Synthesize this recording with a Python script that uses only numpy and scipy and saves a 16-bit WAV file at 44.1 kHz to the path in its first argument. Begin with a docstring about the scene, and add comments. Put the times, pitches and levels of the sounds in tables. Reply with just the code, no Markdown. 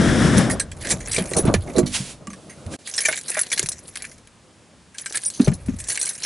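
"""Handling things inside a parked car

A rush of air, shaped noise, dies away over a quiet cabin; low noise swells are the cabin and seat moving.
Hard plastic clicks are ticks with resonant noise tails, and keys and trim thumps are decaying modes.
A bag and clothes rustle as showers of crackles, and a strap or sleeve slides as an even hiss.
Near 2.77 s the level of everything dips briefly."""
import sys
import numpy as np
from scipy import signal
from scipy.fft import rfft, irfft, next_fast_len
from scipy.io import wavfile
from scipy.ndimage import uniform_filter1d

SR = 44100
rng = np.random.default_rng(int(sys.argv[2]) if len(sys.argv) > 2 else 0)


def natural_amplitude(level_db):
    """Convert a level in decibels to a linear amplitude factor, elementwise."""
    exponent = np.asarray(level_db, float) / 20
    return 10 ** exponent


def output_pcm(signal):
    """Save a mono or channel-first signal as 16-bit PCM at the path in sys.argv[1].

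    Samples are clipped to [-1, 1] before scaling.
    """
    pcm = np.clip(np.atleast_2d(signal).T, -1, 1) * 32767
    wavfile.write(sys.argv[1], SR, np.round(pcm).astype(np.int16))


N = 275713  # length in samples


def curve(table):
    """Linear interpolation: a table of (s, value) becomes one value per sample."""
    s, value = np.transpose(table)
    return np.interp(np.arange(N) / SR, s, value)


def gain_at(table, size):
    """Spectral shaping: gain of a (Hz, dB) table at each FFT bin, interpolated over log frequency."""
    hz, db = np.transpose(table)
    bins = np.fft.rfftfreq(size, 1 / SR)
    return natural_amplitude(np.interp(np.log(bins + 1), np.log(hz), db))


def bump(hz, width, size):
    """Resonance: magnitude of one peak of a given width in Hz at each FFT bin."""
    bins = np.fft.rfftfreq(size, 1 / SR)
    return 1 / np.sqrt(1 + (2 * (bins - hz) / width) ** 2)


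def causal(gain, size):
    """Minimum phase: folding the cepstrum gives the response that only rings after the blow."""
    cepstrum = irfft(np.log(gain + 1e-7), size)
    cepstrum[1:size // 2] *= 2
    cepstrum[size // 2 + 1:] = 0
    return np.exp(rfft(cepstrum))


def unit(x):
    """Normalisation: scales to rms 1."""
    return x / np.sqrt(np.mean(x ** 2))


def band(x, low_hz, high_hz):
    """Band-pass filtering between two frequencies."""
    sos = signal.butter(2, [low_hz, high_hz], "bandpass", fs=SR, output="sos")
    return signal.sosfilt(sos, x)


def pair(spread, size):
    """Partial coherence: left and right noise share a middle and differ by a side part."""
    mid, side = rng.standard_normal((2, size))
    return np.array([mid + spread * side, mid - spread * side])


def noise(table, spread):
    """Filtered noise: stereo noise of a given spectrum at rms 1."""
    size = next_fast_len(N)
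    spectrum = rfft(pair(spread, size)) * gain_at(table, size)
    return unit(irfft(spectrum, size)[:, :N])


def flicker(rate, db):
    """Amplitude modulation: a gain gliding between random dB values, rate of them a second."""
    k = int(SR / rate)
    steps = np.repeat(rng.standard_normal(N // k + 1), k)
    return unit(natural_amplitude(db * uniform_filter1d(steps, k)[:N]))


def swells(rows, rise_db_s, fall_db_s):
    """Incoherent addition: moves rise to their start, hold and die away, and their powers add."""
    t = np.arange(N) / SR
    power = 0
    for s, held, db in rows:
        before, after = np.maximum(s - t, 0), np.maximum(t - s - held, 0)
        power = power + natural_amplitude(db - rise_db_s * before - fall_db_s * after) ** 2
    return np.sqrt(power)


def hand_swells(rows):
    """Exponential rise and decay: gain of quick hand moves."""
    return swells(rows, 512, 334)  # dB per second


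def add(out, sound, s, peak_db, pan_db=0):
    """Superposition: places a stereo event by the peak of its mean and its left minus right level."""
    i = int(s * SR)
    gain = natural_amplitude(peak_db + np.array([[pan_db], [-pan_db]]) / 2)
    sound = sound[:, :N - i] * gain / np.abs(sound.mean(0)).max()
    out[:, i:i + sound.shape[1]] += sound


def ring(modes, gains, size, stretch):
    """Modal synthesis: decaying sine modes struck at once, their decay times stretched together."""
    t = np.arange(size) / SR
    total = 0
    for (hz, db, t60), gain in zip(modes, gains):
        decay = natural_amplitude(db - 60 * t / (t60 * stretch))
        total = total + gain * decay * np.sin(2 * np.pi * hz * t)
    return total


# Spectrum of the quiet cabin. Each row: frequency in Hz, relative level in dB per Hz.
QUIET_SPECTRUM = [(15, -59), (25, -64), (60, -4), (102, -3), (136, -4), (159, -4), (216, -2.5), (301, -9.5),
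                  (720, -18), (819, -14), (1400, -17), (10600, -24), (11500, -37), (15000, -91),
                  (22000, -120)]


def quiet_cabin():
    """Stationary noise: a steady, mostly low background."""
    return noise(QUIET_SPECTRUM, 0.23) * natural_amplitude(-51.5)


# Spectrum of the air rush. Each row: frequency in Hz, relative level in dB per Hz.
AIR_SPECTRUM = [(35, -40), (60, -10), (132, -4), (188, -2), (319, -7.5), (416, -16), (485, -13),
                (917, -25.5), (1740, -19.5), (2690, -33), (3360, -27.5), (4470, -37), (5400, -30.5),
                (6300, -35.5), (10300, -37), (11500, -41), (15000, -77), (22000, -120)]


def air():
    """Turbulence: a broad rush of air that buffets, holds, then fades."""
    rush = noise(AIR_SPECTRUM, 0.21) * flicker(17.5, 0.82)
    rush = rush * natural_amplitude(np.array([[1.6], [-1.6]]))  # louder on the left
    rush = rush / np.std(band(rush, 1190, 2530))  # the level is that of this band
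    return rush * swells([(0.0059, 0.4, -25)], 0, 110)


# The cabin rocking. Each row: start in seconds, time held in seconds, level in dB.
ROCKING = [(0, 0.27, -27.5), (.4, 0.82, -37.5), (1.43, 0.16, -27), (1.82, 0.024, -32), (1.9, 0.41, -48),
           (3.63, 0.023, -43.5), (3.74, 0.54, -54.5), (5.48, 0.041, -27.5), (5.69, 0.028, -27)]


def cabin_rocking():
    """Low-frequency motion: the whole cabin rocks on its springs, as deep swells of noise."""
    deep = unit(band(band(pair(0.1, N), 27, 137), 22, 136))
    return swells(ROCKING, 303.5, 123) * deep


def strays():
    """Random excitation: chance lesser contacts follow the level of the hand strokes at their moment."""
    per_second, over_stroke_db, spread_db, dull_db, t60 = 7, 1, 2.5, -8, 0.035
    place, size, tone = rng.random((int(per_second * N / SR), 3)).T
    stroke = hand_swells(STROKES)[(place * N).astype(int)]
    db = 20 * np.log10(stroke + 1e-9) + over_stroke_db - spread_db * np.log(size + 0.06)
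    hz = 4000 + 6500 * np.sqrt(tone)
    return [(p * N / SR, d, dull_db, f, t60) for p, d, f in zip(place, db, hz)]


# Hard contacts. Each row: start in seconds, peak in dB, dull part in dB before a shared lift,
# brightest frequency in Hz, decay time (60 dB) in seconds.
CLICKS = [(0.3726, -12, -21, 5600, 0.06), (0.38, -5.5, -20, 6300, 0.065), (0.4981, -12, -5.5, 10230, 0.092),
          (0.5099, -12.5, -17, 10100, 0.073), (0.5975, -5, -10.5, 8300, 0.072),
          (0.716, -21, -0.5, 7440, 0.079), (0.768, -32.5, -2, 5000, 0.07), (0.8185, -27.5, 4, 7750, 0.051),
          (0.846, -17.5, -3, 10500, 0.15), (0.8711, -12.5, -8, 3620, 0.045),
          (0.8992, -11, -28, 9600, 0.068), (0.904, -5, -6.5, 7360, 0.08), (0.913, -4.5, -7, 9300, 0.056),
          (1.002, -23, -1.5, 6860, 0.14), (1.0739, -15, -1, 11200, 0.044), (1.1137, -15, -7, 10300, 0.072),
          (1.1294, -10, -29, 9400, 0.08), (1.1438, -9.5, -14, 8270, 0.1), (1.164, -9.5, -11, 4840, 0.066),
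          (1.1813, -10.5, -8.5, 3740, 0.096), (1.257, -19.5, -33, 6400, 0.04),
          (1.312, -21, -9, 8480, 0.055), (1.335, -9.5, -5, 3900, 0.033), (1.364, -10.5, -16, 8720, 0.11),
          (1.385, -11, -25, 10500, 0.089), (1.4522, -21, -17, 10200, 0.08), (1.466, -21.5, 6, 3060, 0.13),
          (1.54, -4.5, -4.5, 2950, 0.056), (1.674, -32, 16, 1870, 0.1), (1.6995, -28.5, 20, 2100, 0.083),
          (1.7617, -17.5, -14, 3850, 0.13), (1.782, -10.5, -10, 6660, 0.07),
          (1.8593, -15.5, -21, 3730, 0.18), (2.271, -21, 2, 7240, 0.038), (2.3008, -26.5, 1, 6440, 0.099),
          (2.3324, -25.5, -8.5, 3470, 0.057), (2.4952, -26, -7, 9400, 0.14), (2.6643, -29, -25, 9600, 0.04),
          (2.7358, -26.5, 6, 4050, 0.1), (2.8737, -15, -17.5, 11000, 0.072),
          (2.899, -18.5, -20, 8000, 0.032), (2.9386, -16, -27, 5540, 0.07), (2.9606, -15.5, -16, 8100, 0.1),
          (2.9792, -7, -9, 5460, 0.073), (3.005, -9.5, -19, 10100, 0.059), (3.013, -12, -7, 10200, 0.075),
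          (3.035, -15, -4, 7200, 0.043), (3.0511, -3.5, -8.5, 7300, 0.1), (3.0849, -5, -1.5, 10200, 0.084),
          (3.1265, -8, 10, 6650, 0.053), (3.1546, -16.5, -12, 10500, 0.11),
          (3.1744, -13.5, -2.5, 7400, 0.071), (3.1896, -17, -27, 10400, 0.028),
          (3.212, -21, -34, 10500, 0.029), (3.2352, -24, -25, 9000, 0.026),
          (3.2816, -14.5, -23, 9900, 0.079), (3.297, -14, -19, 9480, 0.064),
          (3.3158, -16.5, -7, 10500, 0.067), (3.3437, -14, -18, 10500, 0.045),
          (3.3663, -12, 3, 10200, 0.15), (3.3918, -3.5, -12, 11600, 0.066),
          (3.4125, -13.5, -24, 10500, 0.07), (3.434, -16, -15, 9000, 0.035),
          (3.503, -20.5, -10, 5550, 0.079), (3.5168, -10.5, -9, 6400, 0.073),
          (3.5282, -4, -11, 4050, 0.055), (3.5628, -21, -21, 4190, 0.031), (3.5756, -9, -10, 4170, 0.085),
          (3.594, 0.5, -10.5, 9860, 0.04), (3.629, -11.5, -11, 6760, 0.042),
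          (3.6603, -13, -24, 10500, 0.047), (3.667, -18, -16, 5800, 0.04), (3.688, -3.5, -53, 9730, 0.054),
          (3.718, -14, -32, 8900, 0.06), (3.8804, -23, -30, 10500, 0.053), (3.9562, -13.5, -5, 5370, 0.057),
          (3.972, -14, -7, 11000, 0.034), (4.022, -16, -10, 10500, 0.055), (4.05, -23.5, -30, 6440, 0.061),
          (4.115, -32.5, -4, 9490, 0.066), (4.18, -34, -14, 4160, 0.079), (4.273, -32, -2, 10000, 0.043),
          (4.944, -30, 0.5, 9600, 0.098), (4.982, -17.5, -25, 6200, 0.086), (4.997, -21.5, -5, 5630, 0.05),
          (5.011, -26, -35, 10100, 0.04), (5.0593, -14, -10, 8300, 0.068), (5.0975, -21, -15, 6170, 0.072),
          (5.1247, -15, -23, 7940, 0.045), (5.1444, -14.5, 3, 10700, 0.1), (5.155, -11, -18, 9200, 0.052),
          (5.173, -6, -23, 9400, 0.028), (5.216, -25, -23, 10200, 0.067),
          (5.2352, -17.5, -9.5, 9230, 0.057), (5.253, -16, -44, 9500, 0.12),
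          (5.3018, -16, -34, 7550, 0.054), (5.334, -22.5, -17, 6460, 0.38),
          (5.413, -16.5, -10, 3220, 0.085), (5.445, -18, -14, 6000, 0.066), (5.473, -30.5, 9, 2030, 0.05),
          (5.48, -17.5, -5, 4100, 0.056), (5.5166, -27, 3, 6000, 0.061), (5.535, -21.5, -22, 10100, 0.084),
          (5.66, -29.5, -4, 9600, 0.098), (5.684, -33, -3, 6650, 0.21), (5.788, -22.5, -24, 10200, 0.072),
          (5.801, -18.5, -17, 8450, 0.074), (5.84, -22, -30, 6000, 0.056), (5.867, -21.5, -22, 9400, 0.2),
          (5.8848, -9.5, -25, 9400, 0.086), (5.8972, -9, -19, 10500, 0.11),
          (5.919, -11.5, -22, 9700, 0.082), (5.9455, -15, -15, 7000, 0.054), (5.956, -9, -17, 7500, 0.056),
          (5.9745, -8, -4.5, 7600, 0.052), (5.9933, -18, -14, 8720, 0.11), (6.0141, -6, -22, 10000, 0.059),
          (6.026, -9, -17, 7970, 0.097), (6.052, -8, -28, 9230, 0.091), (6.066, -15.5, -10, 9000, 0.091),
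          (6.0897, -9.5, -37, 9900, 0.086), (6.098, -24.5, -6, 8100, 0.12), (6.131, -23, -32, 8500, 0.11),
          (6.152, -19, -15.5, 10100, 0.076), (6.1779, -24, -11, 10200, 0.069),
          (6.202, -25, -10, 7750, 0.048), (6.2327, -10.5, -12, 5600, 0.098)]
# Resonances of hard plastic. Each row: frequency in Hz, width in Hz, relative level in dB.
PLASTIC = [(1610, 48, 2), (2300, 25, 4.5), (4160, 120, 8.5), (6000, 530, 6.5), (7600, 660, -5),
           (8720, 210, 6), (9230, 44.5, 0), (10500, 210, 14)]
# Spectrum of rubbing, also in the rustle. Each row: frequency in Hz, relative level in dB per Hz.
RUB_SPECTRUM = [(180, -19), (470, -6), (800, -12), (1400, -11), (1630, -3), (2330, -5.5), (3120, -8),
                (6000, -5.5), (10300, -5), (10900, -6), (11500, 11.5), (15000, -48.5), (22000, -120)]
# Spectrum of the first tick. Each row: frequency in Hz, relative level in dB per Hz.
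TICK_SPECTRUM = [(300, -30), (1500, -12), (5000, -5), (10000, 0), (11000, -6), (12500, -50)]


def clicks(size=8192):
    """Impact: a sharp tick, then bounces and near reflections decay in the colours of hard plastic."""
    out, t = np.zeros((2, N)), np.arange(size) / SR
    plastic = sum(natural_amplitude(db) * bump(hz, width, size) for hz, width, db in PLASTIC)
    body = gain_at(RUB_SPECTRUM, size) * (1 + 0.65 * plastic)
    dull = bump(2000, 1400, size) ** 2
    crisp = causal(gain_at(TICK_SPECTRUM, size), size)
    for s, db, dull_db, hz, t60 in CLICKS + strays():
        # every piece has a few small rings of its own, and the tail comes in uneven bounces
        own = 1 + 4 * sum(bump(f, 55, size) for f in rng.uniform(1200, 11000, size=10))
        bounces = natural_amplitude(3.5 * np.repeat(rng.standard_normal(size // 32), 32))
        decay = natural_amplitude(-60 * t / t60) + 0.27 * natural_amplitude(-200 * t / t60)
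        # long contacts are scrapes: they swell in and their tick is weak
        onset = 1 - np.exp(-t / (0.016 * t60))
        sharp = np.exp(-(t60 / 0.07) ** 2)
        bright_part = (1 - dull) * (0.31 + bump(hz, 470, size))
        colour = body * own * (bright_part + natural_amplitude(dull_db + 8.5) * dull)
        tail = pair(0.2, size) * bounces * decay * onset
        rings = irfft(rfft(tail) * causal(colour, size), size)
        burst = pair(0.15, size) * np.exp(-t / 0.0006)
        tick = irfft(rfft(burst) * crisp, size)
        both = rings / np.abs(rings).max() + 2.5 * sharp * tick / np.abs(tick).max()
        add(out, both[:, :size // 2], s, db)
    return out


# Weight shifting on the seat. Each row: start in seconds, time held in seconds, level in dB.
SHIFTS = [(.48, 0.075, -24.5), (.6, 1.45, -40), (.86, 0.063, -25.5), (1.19, 0.028, -25.5),
          (1.37, 0.02, -23), (1.45, 0.031, -20), (1.67, 0.031, -31.5), (1.775, 0.0085, -19.5),
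          (2.0, 0.72, -44), (2.68, 0.073, -38), (3.05, 1.136, -51), (4.2, 1.7, -57), (5.42, 0.099, -38.5),
          (5.5, 0.34, -46.5), (5.9, 0.4, -53.5)]
# Spectrum of the shaken trim. Each row: frequency in Hz, relative level in dB per Hz.
SEAT_SPECTRUM = [(35, -54), (60, -7.5), (134, -1), (374, -5), (413, -8.5), (463, -8), (573, -5),
                 (911, -18.5), (1200, -17.5), (1560, -23), (2640, -120)]


def seat():
    """Structure-borne sound: weight shifting on the seat shakes the trim, as flickering low noise."""
    return swells(SHIFTS, 419, 222) * noise(SEAT_SPECTRUM, 0.21) * flicker(25, 3.5)


# Keys knocking. Each row: start in seconds, peak in dB, mode frequency in Hz nearest the blow,
# seconds until a finger or another key damps it.
JANGLES = [(.52, -17, 11100, 0.024), (1.116, -10.5, 7050, 0.012), (1.145, -18, 7400, 0.034),
           (1.367, -9, 9000, 0.022), (1.37, -29, 5860, 0.021), (1.383, -11.5, 10300, 0.041),
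           (3.006, -23, 10200, 0.005), (3.414, -6.5, 10300, 0.0034), (5.013, -25.5, 10300, 0.0083),
           (5.156, -12.5, 8700, 0.0044), (5.158, -19, 9200, 0.015), (5.236, -21, 9200, 0.013),
           (5.259, -9, 9520, 0.029), (5.259, -26.5, 5740, 0.017), (5.26, -25, 8150, 0.065),
           (5.993, -18, 8350, 0.011), (5.995, -25, 10300, .02)]
# Modes of a key. Each row: frequency in Hz, level in dB, decay time in seconds before stretching.
KEY_MODES = [(4900, -6, .2), (5717, -3, .15), (7800, -4, .08), (8091, -6, .4), (8700, -2, .08),
             (9211, 0, .11), (10310, -1, .07)]


def jangles(size=8192):
    """Modal vibration: keys ring unsteadily as they swing, until a finger or another key damps them."""
    out, t = np.zeros((2, N)), np.arange(size) / SR
    for s, db, hz, hold in JANGLES:
        damp = natural_amplitude(-np.maximum(t - hold, 0) * 1600)
        steps = np.repeat(rng.standard_normal(size // 128), 128)
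        swing = natural_amplitude(2.8 * uniform_filter1d(steps, 128))
        gains = [1 / (1 + ((f - hz) / 200) ** 2) + 0.03 for f, _, _ in KEY_MODES]
        # a key held or hanging differently rings a little higher or lower
        modes = [(f * (1 + 0.006 * rng.standard_normal()), g, t60) for f, g, t60 in KEY_MODES]
        keys = damp * swing * ring(modes, gains, size, 1.8)
        add(out, keys * np.ones((2, 1)), s, db)
    return out


# Hands dragging over bag and clothes. Each row: start in seconds, time held in seconds, level in dB.
STROKES = [(.82, 0.048, -24.5), (.895, 0.031, -16.5), (1.07, .33, -27.5), (1.42, 0.36, -36.5),
           (1.78, 0.012, -38), (2.87, 0.27, -27.5), (3.2, 0.44, -32), (3.5, 0.24, -36),
           (3.05, 0.091, -22.5), (3.3, 0.1, -23), (3.58, 0.056, -25.5), (3.75, 0.38, -40),
           (3.97, 0.079, -29.5), (4.98, .5, -36), (5.15, 0.031, -23), (5.26, 0.24, -45), (5.5, .27, -47),
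           (5.77, 0.15, -34), (5.89, 0.19, -30), (6.1, 0.068, -35.5), (6.22, 0.059, -24)]
# Regions that crackle separately. Each row: low edge in Hz, high edge in Hz.
CREASE_BANDS = [(100, 1400), (1400, 2800), (2800, 5000), (5000, 8000), (8000, 13000)]


def crackles():
    """Random impulses: about 200 sparks a second, of widely varied strength."""
    return natural_amplitude(4.5 * rng.exponential(size=N)) * (rng.random(N) < 200 / SR)


def rustle():
    """Crackling noise: creases give showers of tiny crackles, partly shared between bands, over a hiss."""
    hiss, rub = noise(RUB_SPECTRUM, 0.22), 0
    shared = crackles()
    for low_hz, high_hz in CREASE_BANDS:
        sparks = shared + crackles()
        shower = signal.lfilter([1], [1, -np.exp(-1 / (0.003 * SR))], sparks)  # each dies in 3 ms steps
        grain = unit(unit(shower) + 0.4)
        rub = rub + band(hiss, low_hz, high_hz) * grain * flicker(25, 3)
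    return hand_swells(STROKES) * rub


# Thumps and knocks on the trim. Each row: start in seconds, peak in dB, strongest frequency in Hz,
# nominal decay time in seconds, left minus right in dB.
THUMPS = [(0.865, -29, 233, 0.068, 1), (0.933, -20.5, 148, 0.26, 2), (1.163, -13.5, 2340, 0.032, 2.5),
          (3.052, -9, 2340, 0.091, 2), (3.517, -16.5, 2340, 0.036, 3), (1.173, -18.5, 208, 0.33, 2),
          (1.181, -14.5, 478, 0.1, -3), (1.211, -16.5, 183, 0.052, -1), (1.308, -24.5, 140, 0.11, -1),
          (1.314, -15.5, 444, 0.048, -4.5), (1.366, -11, 474, 0.11, -6), (1.39, -12.5, 380, 0.055, -5.5),
          (1.435, -13, 135, 0.16, -1), (1.45, -12, 360, 0.09, -9), (1.475, -5, 137, 0.084, -1.5),
          (1.539, -5.5, 473, 0.024, -3), (1.541, -11, 175, 0.084, -4), (1.558, -11.5, 83, 0.12, -2),
          (1.753, -16, 475, 0.22, -9), (1.768, -11.5, 247, 0.62, -6), (1.783, -3.5, 411, 0.12, -7.5),
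          (1.828, -8.5, 150, 0.13, -2.5), (1.998, -16.5, 140.6, 0.14, -1),
          (2.2715, -29.5, 1170, 0.049, -1.5), (2.275, -24.5, 220, 0.17, -2), (2.303, -36, 1170, 0.03, -1.5),
          (2.321, -31, 200, 0.12, -1), (2.333, -37, 1150, 0.043, 0), (2.66, -21.5, 93, 0.13, -2.5),
          (3.084, -14, 610, 0.049, 0.5), (3.369, -16, 693, 0.059, 2), (3.595, -25, 406, 0.038, 0),
          (3.626, -24.5, 400, .05, 0), (3.635, -23, 126, 0.079, 3), (5.396, 0, 257, 0.12, -1.5),
          (5.472, -9, 440, 0.063, 2), (5.477, -2.5, 135, 0.12, 3), (5.516, -13, 186, 0.085, 4),
          (5.682, -10.5, 244, 0.1, 4.5), (5.734, -21.5, 219, 0.059, 5)]
# Modes of the trim. Each row: frequency in Hz, level in dB before compression to about half,
# decay time in seconds before each thump scales it.
TRIM_MODES = [(44.7, -32, 0.17), (86.3, -6, 0.17), (138.1, -1.5, 0.12), (191.4, 12.5, 0.11),
              (239.6, 2.5, 0.11), (290.5, 7.5, 0.081), (376, -9.5, 0.15), (475, -4.5, 0.068),
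              (627, -1, 0.11), (821, 4, 0.048), (1170, 5, 0.13), (2340, 17, 0.069)]


def thumps(size=16384):
    """Modal excitation: a soft push rings modes near the spot; padding scuffs and the panel cracks."""
    out, t = np.zeros((2, N)), np.arange(size) / SR
    for s, db, hz, t60, pan_db in THUMPS:
        gains = []
        for k, (f, g, _) in enumerate(TRIM_MODES):
            nearness = 1 / (1 + (np.log(f / hz) / 0.21) ** 2) ** 1.06
            gains.append(-(-1) ** k * nearness / natural_amplitude(0.49 * g))  # neighbours in opposite phase
        low_hz, high_hz = 0.77 * hz, 1.8 * hz
        padding = unit(band(band(pair(0.29, size), low_hz, high_hz), low_hz, high_hz))
        scuff = 0.12 * padding * natural_amplitude(-60 * t / (1.06 * t60))
        crack = 0.086 * unit(band(pair(0.33, size), 600, 2600)) * natural_amplitude(-60 * t / 0.055)
        # every thump detunes the modes slightly
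        spot = [(f * (1 + 0.024 * rng.standard_normal()), g, d) for f, g, d in TRIM_MODES]
        onset = 1 - np.exp(-t / min(0.004, 3.3 / hz))
        body = (crack + ring(spot, gains, size, t60 / 0.13) + scuff) * onset
        add(out, body, s, db, pan_db)
    return out


# A smooth strap or sleeve sliding. Each row: start in seconds, time held in seconds, level in dB.
SLIDES = [(1.87, 0.11, -48), (1.984, 0.13, -35.5), (1.95, 0.015, -19.5), (2.3, 0.56, -54),
          (2.73, 0.0081, -36.5)]
# Spectrum of the slide. Each row: frequency in Hz, relative level in dB per Hz.
SLIDE_SPECTRUM = [(500, -12), (1500, -6.5), (2600, -1), (6500, -2), (11000, -1), (11600, -40)]


def slide():
    """Sliding friction: smooth cloth drawn along gives an even hiss without crackle."""
    return hand_swells(SLIDES) * noise(SLIDE_SPECTRUM, 0.22) * flicker(30, 1.2)


def brief_dip():
    """Gain envelope: a quick fall of 25 dB, a short hold and a return."""
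    start, held = 2.768, 0.016  # s
    end = start + held
    return natural_amplitude(curve([(start - 0.005, 0), (start, -25), (end, -25), (end + 0.006, 0)]))


# Where the handling is. Each row: time in seconds, left minus right in dB.
SIDE_DB = [(0.0, -5), (0.77, -2), (1.43, 0.0), (1.53, -2), (1.81, -2.5), (3.1, -1.5), (3.43, 0.5),
           (6.25, -0.5)]


def hands():
    """Level panning: all the handling sounds move together between left and right."""
    handling = rustle() + slide() + clicks() + jangles()
    return handling * natural_amplitude(curve(SIDE_DB) * np.array([[0.5], [-0.5]]))


def scene():
    """Superposition: all sources over the quiet cabin, with the brief dip in level."""
    mix = quiet_cabin() + air() + cabin_rocking() + seat() + thumps() + hands()
    return mix * brief_dip()


def top_cut(x):
    """Nothing passes above the cut-off."""
    return signal.sosfilt(signal.butter(12, 12110, fs=SR, output="sos"), x)


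def record(dry):
    """Low-pass filtering and saturation: the top is cut steeply at 11 kHz, then loud peaks are rounded."""
    top = signal.ellip(9, 0.3, 51, 11000, fs=SR, output="sos")
    mix = np.tanh(0.5 * signal.sosfilt(top, dry)) / 0.59
    return top_cut(mix)


dry = scene()
out = record(dry)
output_pcm(out)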